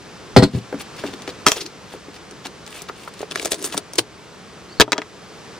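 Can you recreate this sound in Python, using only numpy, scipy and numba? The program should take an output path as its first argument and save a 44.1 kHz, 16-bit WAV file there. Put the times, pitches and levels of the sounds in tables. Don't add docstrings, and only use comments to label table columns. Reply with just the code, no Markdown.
import sys
import numpy as np
from scipy import signal
from scipy.fft import rfft, irfft, next_fast_len
from scipy.io import wavfile
from scipy.ndimage import map_coordinates
from numba import njit

SR = 44100
rng = np.random.default_rng(int(sys.argv[2]) if len(sys.argv) > 2 else 0)


def transcribe(u):
    v = np.clip(np.atleast_2d(u).T, -1, 1)
    q = np.round(v * 32767).astype(np.int16)
    wavfile.write(sys.argv[1], SR, q)


N = 246519
T = np.arange(SR // 4) / SR
CLOCK = np.arange(N) / SR
PORTS = np.array([[1], [-1]])

# start in seconds,
# relative level in dB, centre of the crack in Hz, t60 (time to fade by 60 dB) of the crackle in seconds.
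CRACK_EVENTS = [(1.221, -22.5, 5070, 0.005), (1.277, -16.5, 2300, 0.019), (2.311, -25.5, 4200, 0.004),
                (2.469, -19, 3470, 0.0038), (2.665, -24.5, 3950, 0.0045), (2.677, -23, 4900, 0.0047),
                (2.8194, -17, 8700, 0.0081), (3.139, -28.5, 7000, 0.0037), (3.193, -24.5, 4970, 0.0035),
                (3.2164, -21, 5840, 0.0077), (3.312, -13.5, 3040, 0.0068), (3.32, -14.5, 2500, .008),
                (3.352, -22, 3000, 0.0054), (3.3579, -5.5, 2230, 0.0035), (3.3972, -10.5, 2500, 0.0057),
                (3.417, -20, 6000, .005), (3.428, -15, 7000, .005), (3.4494, -9.5, 7100, 0.0093),
                (3.457, -4.5, 6860, 0.017), (3.519, -1, 5030, 0.018), (3.5313, -10.5, 4100, 0.008),
                (3.544, -12, 5040, 0.019), (3.618, -22, 6000, .003), (3.626, -14, 9000, 0.0046),
                (3.6427, -8.5, 6000, 0.0099), (3.65, -13, 6060, .004), (3.6554, -20, 7000, .012),
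                (3.674, -17, 8000, .005), (3.7251, -15.5, 3000, .01), (3.77, -16, 4000, 0.009),
                (3.7775, -2.5, 5800, 0.011), (3.9352, -16.5, 6860, 0.0042), (3.956, -16.5, 6500, 0.018),
                (3.983, -3.5, 7960, 0.0044)]
# start in seconds, relative crack level in dB,
# relative ring level in dB, centre of the ring in Hz.
FAR_BREAK = [(3.9853, -8, -21, 1360), (3.9882, -9, -20, 676), (3.9911, -8.5, -12.5, 317)]
# frequency in Hz, relative level in dB, t60 in seconds for a life of 1.
STRIP_MODES = [(198, -4.5, 0.083), (305, 1.5, 0.124), (383.4, -5.5, 0.14), (423.7, 1.5, 0.16),
               (510, -2.5, 0.02), (646, 5.5, 0.055), (970, 5, 0.051), (1170, -6, .04), (1248, -4, 0.038),
               (1297, 11, 0.04), (1597, -6, 0.066), (1970, 8, 0.016), (3050, 0, 0.059), (3280, 14, 0.054),
               (5250, -12, 0.024)]
DECK_MODES = [(121.7, 3, 0.4), (133, 2, 0.21), (171, -0.5, 0.17), (201, 0.5, 0.26), (237.2, -6, 0.43),
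              (283, 7, 0.18), (382.5, 4.5, 0.13), (406, -2.5, 0.19), (498, 4, 0.2), (569, -17, 0.26),
              (646, 0, 0.22), (716, 1.5, 0.16), (804, 2.5, 0.054), (820, 3.5, 0.067), (1000, -4, 0.22),
              (1290, 2.5, 0.14), (1360, -14, 0.15), (1914, 15.5, 0.07)]
# frequency in Hz, relative level in dB per Hz.
FIBRE_SPECTRUM = [(100, -46), (300, 16.5), (480, 6.5), (750, -2), (1300, 1), (2200, -2.5), (3800, 4.5),
                  (6000, 0.5), (7800, -1), (9500, 2), (12000, -17), (15500, -6.5)]
TAP_SPECTRUM = [(100, -4.5), (500, 4), (1800, 0), (3500, -23), (8000, -29), (15500, -36)]


def breaking():
    # start in seconds, relative crack level in dB,
    # relative ring level in dB, centre of the ring in Hz.
    near_break = [(1.4615, -30, -21, 900), (1.4653, 1.5, 8, 1360), (1.469, -3, -2, 298),
                  (1.4728, -4, -9, 590), (1.4767, -1, -19, 330), (1.484, 2, -6, 547)]
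    # time in seconds, relative crack level in dB, relative scrape level in dB.
    jerk_rows = [(1.518, 0.5, -25), (1.568, -19.5, -21), (1.614, -18, -20.5), (1.664, -34, -34.5)]
    # frequency in Hz, relative level in dB per Hz.
    crack_spectrum = [(100, -5), (400, 3.5), (1300, -6.5), (2300, -1), (4000, 2.5), (6500, 4), (9500, -4.5),
                      (12000, -11.5), (15500, -12)]
    # frequency in Hz, relative level in dB per Hz.
    scrape_spectrum = [(300, -15), (1500, -9), (2600, 1), (3400, -3.5), (5000, 5), (6800, -5), (9000, -14),
                       (15500, -22)]
    rise_s, fall_s = 0.015, 0.013
    jerks = []
    slipping = np.zeros(N)
    for k, (s, crack_db, scrape_db) in enumerate(jerk_rows):
        ring_db = -9 - 11.5 * k
        centre_hz = 780 * 0.71 ** k
        jerks.append((s, crack_db, ring_db, centre_hz))
        slipping += amp(scrape_db) * swell(s - rise_s, s, s + fall_s)
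    near = strip_blows(near_break + jerks, crack_spectrum, octaves=0.72, life=0.57, puff_db=14.0,
                       edge_hz=23000, crack_t60=0.0089, tail_db=-23, tail_t60=0.044)
    near += rasp(slipping, scrape_spectrum, grain_db=0.5, clump_db=4.5)
    far = strip_blows(FAR_BREAK, FIBRE_SPECTRUM, octaves=0.61, life=1.0, puff_db=24,
                      edge_hz=18000, crack_t60=0.012, tail_db=-10.5, tail_t60=0.064)
    near_ports = placed(near, lead_us=29.0, pan_db=3.5, wet_db=-6.5, wet_t60=0.11)
    far_ports = placed(far, lead_us=36.0, pan_db=2.0, wet_db=-3.5, wet_t60=0.022)
    return near_ports + far_ports


def sharp_cracks():
    # frequency in Hz, relative level in dB per Hz.
    snap_spectrum = [(200, -1), (1500, 3), (9500, 1.5), (12000, -4.5), (15500, 3)]
    crack_offset_db, ring_offset_db = 9, -14.5
    ring_growth = 1.05
    usual_hz, scatter_octaves = 474, 0.11
    body, cracks = np.zeros((2, N))
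    for s, db, crack_hz, t60 in CRACK_EVENTS:
        add(cracks, s, amp(db + crack_offset_db) * snap(crack_hz, t60, octaves=0.62))
        centre_hz = usual_hz * 2 ** (scatter_octaves * rng.normal())
        sound = ring(STRIP_MODES, centre_hz, octaves=0.69, life=0.7, puff_db=14.0, puff_t60=0.11)
        add(body, s, amp(ring_growth * db + ring_offset_db) * sound)
    dry_cracks = body + coloured(cracks, snap_spectrum)
    return placed(dry_cracks, lead_us=29.5, pan_db=4.5, wet_db=-3.5, wet_t60=0.02)


def dropped():
    # start in seconds, relative slap level in dB, relative ring level in dB,
    # centre of the ring in Hz.
    landings = [(4.799, 9, 6.5, 520), (4.8067, 14, 3, 900), (4.8135, 13, -2, 556), (4.822, -1, -6.5, 480),
                (4.879, -37, -13, 510), (4.92, 1, -15.5, 1190), (4.926, -10.5, -12, 620),
                (4.93, -2.5, -7, 590), (4.96, -42, -21, 700), (4.9682, -33, -23, 910),
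                (4.98, -9.5, -13.5, 1290), (4.984, -36, -10.5, 424), (5.018, -18.5, -22, 1190)]
    # frequency in Hz, relative level in dB per Hz.
    slap_spectrum = [(40, -32), (180, -1.5), (420, 8.5), (650, -1), (1300, 2), (2400, -0.5), (3600, 0.5),
                     (6000, -4.5), (8500, -11.5), (11500, -25.5), (15500, -16)]
    clatter = strip_blows(landings, slap_spectrum, octaves=0.85, life=0.75, puff_db=12,
                          edge_hz=6500, crack_t60=0.006, tail_db=-21, tail_t60=0.06)
    thud_db, thud_hz = -6.5, 44.3
    thud = ring(DECK_MODES, thud_hz, octaves=0.94, life=1.0, puff_db=13.0, puff_t60=.047)
    add(clatter, landings[0][0], amp(thud_db) * thud)
    return placed(clatter, lead_us=23, pan_db=2.0, wet_db=-5.5, wet_t60=0.03)


def short_rings():
    # start in seconds, relative level in dB, centre of the ring in Hz.
    ring_rows = [(2.889, -24.5, 1150), (2.8953, -21, 1080), (2.897, -25.5, 436), (3.076, -22.5, 1130),
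                 (3.206, -20, 463), (3.229, -16.5, 470), (3.429, -24, 420), (3.458, -16, 500),
                 (3.533, -19.5, 554), (3.744, -19.5, 880)]
    front_db = -9
    body, fronts = np.zeros((2, N))
    for s, db, centre_hz in ring_rows:
        sound = ring(STRIP_MODES, centre_hz, octaves=0.36, life=0.35, puff_db=10.5, puff_t60=0.055)
        add(body, s, amp(db) * sound)
        add(fronts, s, amp(db + front_db) * burst(t60=0.017, tail_db=-11, tail_t60=0.043))
    return placed(body + coloured(fronts, TAP_SPECTRUM), lead_us=20, pan_db=1.5, wet_db=-5, wet_t60=0.049)


def groaning():
    # start in seconds, end in seconds, first pitch in Hz,
    # last pitch in Hz, starting level in dB, fade in dB.
    groan_rows = [(1.48, 1.687, 570, 300, -29, 11), (3.363, 3.737, 480, 290, -39, 4)]
    knots_per_s = 190
    groan = np.zeros(N)
    for start, end, first_hz, last_hz, db, fade_db in groan_rows:
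        freed = np.clip((CLOCK - start) / (end - start), 0, 1)
        pitch = first_hz + (last_hz - first_hz) * freed
        phase = 2 * np.pi * np.cumsum(pitch) / SR
        shake = wobble(knots_per_s) * np.sin(phase) + wobble(knots_per_s) * np.cos(phase)
        jolts = unit(amp(3 * wobble(70)))
        soft_ends = np.minimum(10 * np.minimum(freed, 1 - freed), 1)
        groan += shake * jolts * amp(db - fade_db * freed) * soft_ends
    return placed(groan, lead_us=31, pan_db=2.0, wet_db=-3.5, wet_t60=0.086)


def squeals():
    # start in seconds, end in seconds, first pitch in Hz, last pitch in Hz,
    # relative level in dB, pitch roughness as a share of the pitch.
    squeal_rows = [(2.735, 2.805, 2850, 2600, -44, .11), (2.78, 2.822, 2620, 2230, -45, .03),
                   (2.765, 2.825, 3900, 3300, -48, .11), (4.685, 4.722, 4130, 4560, -48, .025),
                   (4.712, 4.75, 4480, 4700, -42, .035), (4.768, 4.8, 4230, 4500, -43, .045)]
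    sound = np.zeros(N)
    for start, end, first_hz, last_hz, db, rough in squeal_rows:
        glide = np.interp(CLOCK, [start, end], [first_hz, last_hz])
        pitch = glide * (1 + rough * wobble(900))
        level = amp(db + 3 * wobble(250)) * np.sqrt(swell(start, (start + end) / 2, end))
        sound += level * np.sin(2 * np.pi * np.cumsum(pitch) / SR)
    return sound


def scuffs_and_rips():
    # start in seconds, length in seconds,
    # relative level of the coarse noise in dB, relative level of the fine hiss in dB.
    noise_rows = [(0.489, 0.14, -37, -46.5), (0.784, 0.049, -32, -40), (0.95, 0.081, -35, -46),
                  (0.977, 0.21, -42.5, -54), (1.023, 0.073, -39, -50), (1.127, 0.019, -36, -52),
                  (1.266, 0.048, -32, -58), (1.479, 0.18, -31, -37), (1.885, 0.092, -44, -50),
                  (2.127, 0.054, -41.5, -51), (2.437, 0.044, -32, -44), (2.651, 0.22, -38.5, -43),
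                  (2.88, 0.02, -35, -45), (2.93, 0.17, -43, -48.5), (3.067, 0.031, -42, -42),
                  (3.109, 0.18, -43.5, -55), (3.362, 0.028, -28.5, -54), (3.409, 0.024, -34, -34),
                  (3.505, 0.024, -31, -19), (3.616, 0.078, -36, -28.5), (3.711, 0.054, -30.5, -35)]
    # time in seconds, relative level of the rasp in dB.
    pull_curve = [(3.3, -48), (3.522, -36.5), (3.582, -39), (3.736, -36.5), (3.82, -79)]
    # frequency in Hz, relative level in dB per Hz.
    coarse_spectrum = [(100, -2), (400, 3), (1200, 3.5), (1900, 2), (2600, 5), (3400, 4), (4800, 0.5),
                       (7000, -5), (9500, -13.5), (12000, -24), (15500, -12)]
    # frequency in Hz, relative level in dB per Hz.
    hiss_spectrum = [(1000, -41), (4000, -20), (6500, 2.5), (9500, 7), (12000, -4.5), (15500, 2)]
    rise_share = 0.52
    coarse, fine = np.zeros((2, N))
    for s, length, coarse_db, hiss_db in noise_rows:
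        pressure = swell(s, s + rise_share * length, s + length)
        coarse += amp(coarse_db) * pressure
        fine += amp(hiss_db) * pressure
    noises = rasp(coarse, coarse_spectrum, grain_db=6.0, clump_db=3.0)
    noises += rasp(fine, hiss_spectrum, grain_db=6.0, clump_db=4.0)

    before_s, after_s, strain_db = 0.016, 0.03, -28.5
    strain = np.zeros(N)
    for s, db, _, _ in CRACK_EVENTS:
        strain += amp(db + strain_db) * swell(s - before_s, s, s + after_s)
    s, db = np.transpose(pull_curve)
    pull_db, fade_s = -8, 0.086
    pulling = np.clip(np.minimum(CLOCK - s[0], s[-1] - CLOCK) / fade_s, 0, 1)
    pull = pulling * amp(np.interp(CLOCK, s, db) + pull_db)
    attached = CLOCK < FAR_BREAK[-1][0] + 0.021
    peels = rasp((strain + pull) * attached, FIBRE_SPECTRUM, grain_db=3.5, clump_db=-3.5)
    peels += crackle(amp(3) * pull)
    return placed(noises + peels, lead_us=26.2, pan_db=1.0, wet_db=-5.0, wet_t60=0.048)


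def grinder():
    # start in seconds, relative deck level in dB, centre of the ring in Hz,
    # relative level of the casing rattle in dB.
    contacts = [(.3635, 11, 760, -10), (0.3663, 18, 290, -2), (0.3718, 14, 397, -2.5),
                (.377, 15.5, 138, -9.5), (0.385, 5, 187, -7), (0.397, -4, 700, -24),
                (0.4227, -3, 785, -17.5), (.426, 11.5, 217, -11.5), (0.4314, -0.5, 626, -9.5),
                (0.437, 5, 266, -8), (0.4457, -26, 560, -25), (0.537, -10, 205, -41),
                (.549, -0.5, 157, -38), (.573, -7.5, 177, -48)]
    # frequency in Hz, relative level in dB per Hz.
    casing_spectrum = [(200, 9), (900, -4.5), (2000, 2), (2800, -5.5), (4300, 6), (5400, -5), (6400, -12.5),
                       (8200, -6.5), (11000, -24.5), (15500, -21)]
    push_db, push_hz = -24, 38
    deck, casing = np.zeros((2, N))
    for s, deck_db, centre_hz, rattle_db in contacts:
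        push = ring(DECK_MODES, push_hz, octaves=1.0, life=0.5, puff_db=1.0, puff_t60=.035)
        thump = ring(DECK_MODES, centre_hz, octaves=0.74, life=0.55, puff_db=15.5, puff_t60=0.085)
        add(deck, s, amp(deck_db + push_db) * push)
        add(deck, s, amp(deck_db) * thump)
        add(casing, s, amp(rattle_db) * burst(t60=0.023, tail_db=-9.0, tail_t60=0.12))
    dry_grinder = deck + coloured(casing, casing_spectrum)
    return placed(dry_grinder, lead_us=-30, pan_db=2.5, wet_db=-3.0, wet_t60=0.023)


def knocks():
    # start in seconds, relative level in dB,
    # centre of the ring in Hz.
    deck_blows = [(0.726, -12.5, 448), (.742, -13.5, 242), (1.038, -16, 507), (1.044, -15, 277),
                  (1.054, -19, 290), (1.086, -25, 294), (1.136, -26.5, 305), (1.278, -17, 383),
                  (1.938, -22, 393), (2.083, -26.5, 368), (2.322, -29, 330), (2.469, -30, 332),
                  (3.75, -21, 216), (3.994, -26.5, 120)]
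    life_at_400_hz, damping = 0.46, 0.59
    tap_db, tap_db_per_octave = -13, 3.5
    deck, taps = np.zeros((2, N))
    for s, db, centre_hz in deck_blows:
        life = life_at_400_hz * (400 / centre_hz) ** damping
        sound = ring(DECK_MODES, centre_hz, octaves=0.4, life=life, puff_db=19.5, puff_t60=0.24 * life)
        add(deck, s, amp(db) * sound)
        hardness = np.log2(centre_hz / 600)
        contact_db = db + tap_db + tap_db_per_octave * hardness
        add(taps, s, amp(contact_db) * burst(t60=0.023, tail_db=-4, tail_t60=0.041))
    return placed(deck + coloured(taps, TAP_SPECTRUM), lead_us=4.2, pan_db=2.5, wet_db=-17.5, wet_t60=0.049)


def outdoors():
    # frequency in Hz, relative level in dB per Hz.
    air_spectrum = [(25, -22), (60, -3), (120, 1.5), (185, 4.5), (260, -0.5), (430, 3.5), (600, -3.5),
                    (1200, -4), (2000, -8.5), (3300, -11), (5500, -13), (9000, -21), (12000, -30.5),
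                    (15500, -27)]
    # time in seconds, level in dB.
    level_curve = [(0, -41), (1, -38), (2, -41.5), (3, -42), (4.2, -42.5), (4.7, -41.5), (5.1, -42),
                   (5.59, -39.5)]
    wash = coloured(rng.standard_normal(N), air_spectrum)
    diffuse = coloured(rng.standard_normal(N), air_spectrum)
    lead_s = 30 / 10 ** 6
    pair = filtered(wash, lambda hz: np.exp(-1j * np.pi * hz * PORTS * lead_s))
    pair += PORTS * amp(-8.5) * diffuse
    level_db = np.interp(CLOCK, *np.transpose(level_curve)) + 0.043 * wobble(5.2)
    return pair * amp(level_db + PORTS * 0.12)


def strip_blows(blows, spectrum, octaves, life, puff_db, edge_hz, crack_t60, tail_db, tail_t60):
    dulling_db_per_octave = 22
    body, cracks = np.zeros((2, N))
    for s, crack_db, ring_db, centre_hz in blows:
        add(body, s, amp(ring_db) * ring(STRIP_MODES, centre_hz, octaves, life, puff_db, puff_t60=0.084))
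        cutoff_hz = edge_hz * 2 ** (crack_db / dulling_db_per_octave)
        pole = np.exp(-2 * np.pi * cutoff_hz / SR)
        crack = signal.lfilter([1 - pole], [1, -pole], burst(crack_t60, tail_db, tail_t60))
        add(cracks, s, amp(crack_db) * crack)
    return body + coloured(cracks, spectrum)


def ring(modes, centre_hz, octaves, life, puff_db, puff_t60):
    hz, db, t60 = np.transpose(modes)
    size = amp(db + rng.standard_normal(len(hz)))
    hz = hz * (1 + 0.012 * rng.standard_normal(len(hz)))
    waves = np.sin(2 * np.pi * hz[:, None] * T) * decay(life * t60[:, None])
    puff = amp(puff_db) * rng.standard_normal(len(T)) * decay(puff_t60)
    sound = band(size @ waves + puff, centre_hz, octaves, order=2)
    early_level = np.sqrt(np.mean(sound[:SR // 50] ** 2))
    return sound / early_level / 4


def burst(t60, tail_db, tail_t60):
    rise_s = 0.00041
    rise = 1 - np.exp(-T / rise_s)
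    fall = 2.3 * decay(0.0047) + 0.85 * decay(t60) + amp(tail_db) * decay(tail_t60)
    return rng.standard_normal(len(T)) * rise * fall


def snap(centre_hz, t60, octaves):
    fibres = rng.standard_normal(len(T)) * amp(10 * rng.standard_normal(len(T))) * decay(t60)
    fibres /= np.linalg.norm(fibres)
    fibres[0] += 0.81
    sound = band(fibres, centre_hz, octaves, order=1)
    return sound / np.linalg.norm(sound)


def rasp(pressure, spectrum, grain_db, clump_db):
    unevenness_db = grain_db * wobble(2500) + clump_db * wobble(200)
    grains = unit(rng.standard_normal(N) * amp(unevenness_db))
    return coloured(grains * pressure, spectrum)


def crackle(pressure):
    # frequency in Hz, relative level in dB per Hz.
    tick_spectrum = [(300, -14), (2000, 5), (4000, 0), (9500, 4), (12000, -16), (15500, -4)]
    ticks_per_s, spread_db = 170, 4
    clicks = (rng.random(N) < ticks_per_s / SR) * amp(spread_db * rng.standard_normal(N))
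    ticks = signal.fftconvolve(clicks, decay(.002))[:N] * rng.standard_normal(N)
    return coloured(unit(ticks) * pressure, tick_spectrum)


def swell(start, top, end):
    return np.interp(CLOCK, np.sort([start, top, end]), [0, 1, 0]) ** 1.09


def placed(x, lead_us, pan_db, wet_db, wet_t60):
    lead = filtered(x, lambda hz: np.exp(1j * np.pi * hz * PORTS * lead_us / 10 ** 6))
    direct = lead * amp(PORTS * pan_db / 2)
    tails = rng.standard_normal((2, len(T))) * decay(wet_t60) * (T > .001)
    tails /= np.linalg.norm(tails, axis=1, keepdims=True)
    scatter = signal.fftconvolve(x[None], tails, axes=1)[:, :N]
    return direct + amp(wet_db) * filtered(scatter, lambda hz: (1j * hz + 150) / (1j * hz + 900))


def amp(db):
    return 10 ** (np.asarray(db) / 20)


def unit(x):
    return x / np.sqrt(np.mean(x ** 2) + 1e-20)


def decay(t60):
    return np.exp(-np.log(1000) * T / np.maximum(t60, 1e-3))


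def add(track, s, sound):
    part = track[round(s * SR):][:len(sound)]
    part += sound[:len(part)]


def wobble(rate):
    return map_coordinates(rng.standard_normal(int(N * rate / SR) + 4), [CLOCK * rate])


def band(x, centre_hz, octaves, order):
    edges = np.clip(centre_hz * 2. ** np.array([-octaves, octaves]), 20, SR / 2 - 100)
    return signal.sosfilt(signal.butter(order, edges, "bandpass", fs=SR, output="sos"), x)


def filtered(x, response):
    m = next_fast_len(N + SR // 2)
    return irfft(rfft(x, m) * response(np.fft.rfftfreq(m, 1 / SR)), m)[..., :N]


def coloured(x, points, size=4096):
    hz, db = np.transpose(points)
    gain = amp(np.interp(np.log(np.fft.rfftfreq(size, 1 / SR) + 1), np.log(hz), db))
    cepstrum = irfft(np.log(gain))
    cepstrum[1:size // 2] *= 2
    cepstrum[size // 2 + 1:] = 0
    kernel = irfft(np.exp(rfft(cepstrum)))
    return signal.fftconvolve(x, kernel / np.linalg.norm(kernel))[:N]


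def scene():
    # frequency in Hz, left minus right in dB.
    port_balance = [(25, -9), (60, 4), (130, 1), (500, -0.5), (1000, -1.5), (2000, 1), (4000, 0.7),
                    (8000, -0.6), (15000, -1.3)]
    air = breaking() + sharp_cracks() + dropped() + short_rings() + groaning() + squeals()
    air += scuffs_and_rips() + grinder() + knocks() + outdoors()
    points, balance_db = np.transpose(port_balance)

    def port_response(hz):
        left_minus_right_db = np.interp(np.log(hz + 1), np.log(points), balance_db)
        return amp(PORTS * left_minus_right_db / 2)

    return filtered(air, port_response)


@njit
def follower(level, attack, release):
    out, held = np.empty(len(level)), 0.0
    for i in range(len(level)):
        held += (level[i] - held) / (attack if level[i] > held else release)
        out[i] = held
    return out


def record(dry):
    attack_s, release_s, top_hz = 0.002, 0.17, 15700
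    loudness = np.minimum(np.abs(dry).max(axis=0), 1.6)
    held = follower(loudness, attack_s * SR, release_s * SR)
    ducked = dry / np.sqrt(1 + (held / 0.7) ** 2)
    clipped = ducked / (1 + np.abs(ducked) ** 8) ** (1 / 8)
    return filtered(clipped, lambda hz: 1 / (1 + (hz / top_hz) ** 80))


dry = scene()
out = record(dry)
transcribe(out)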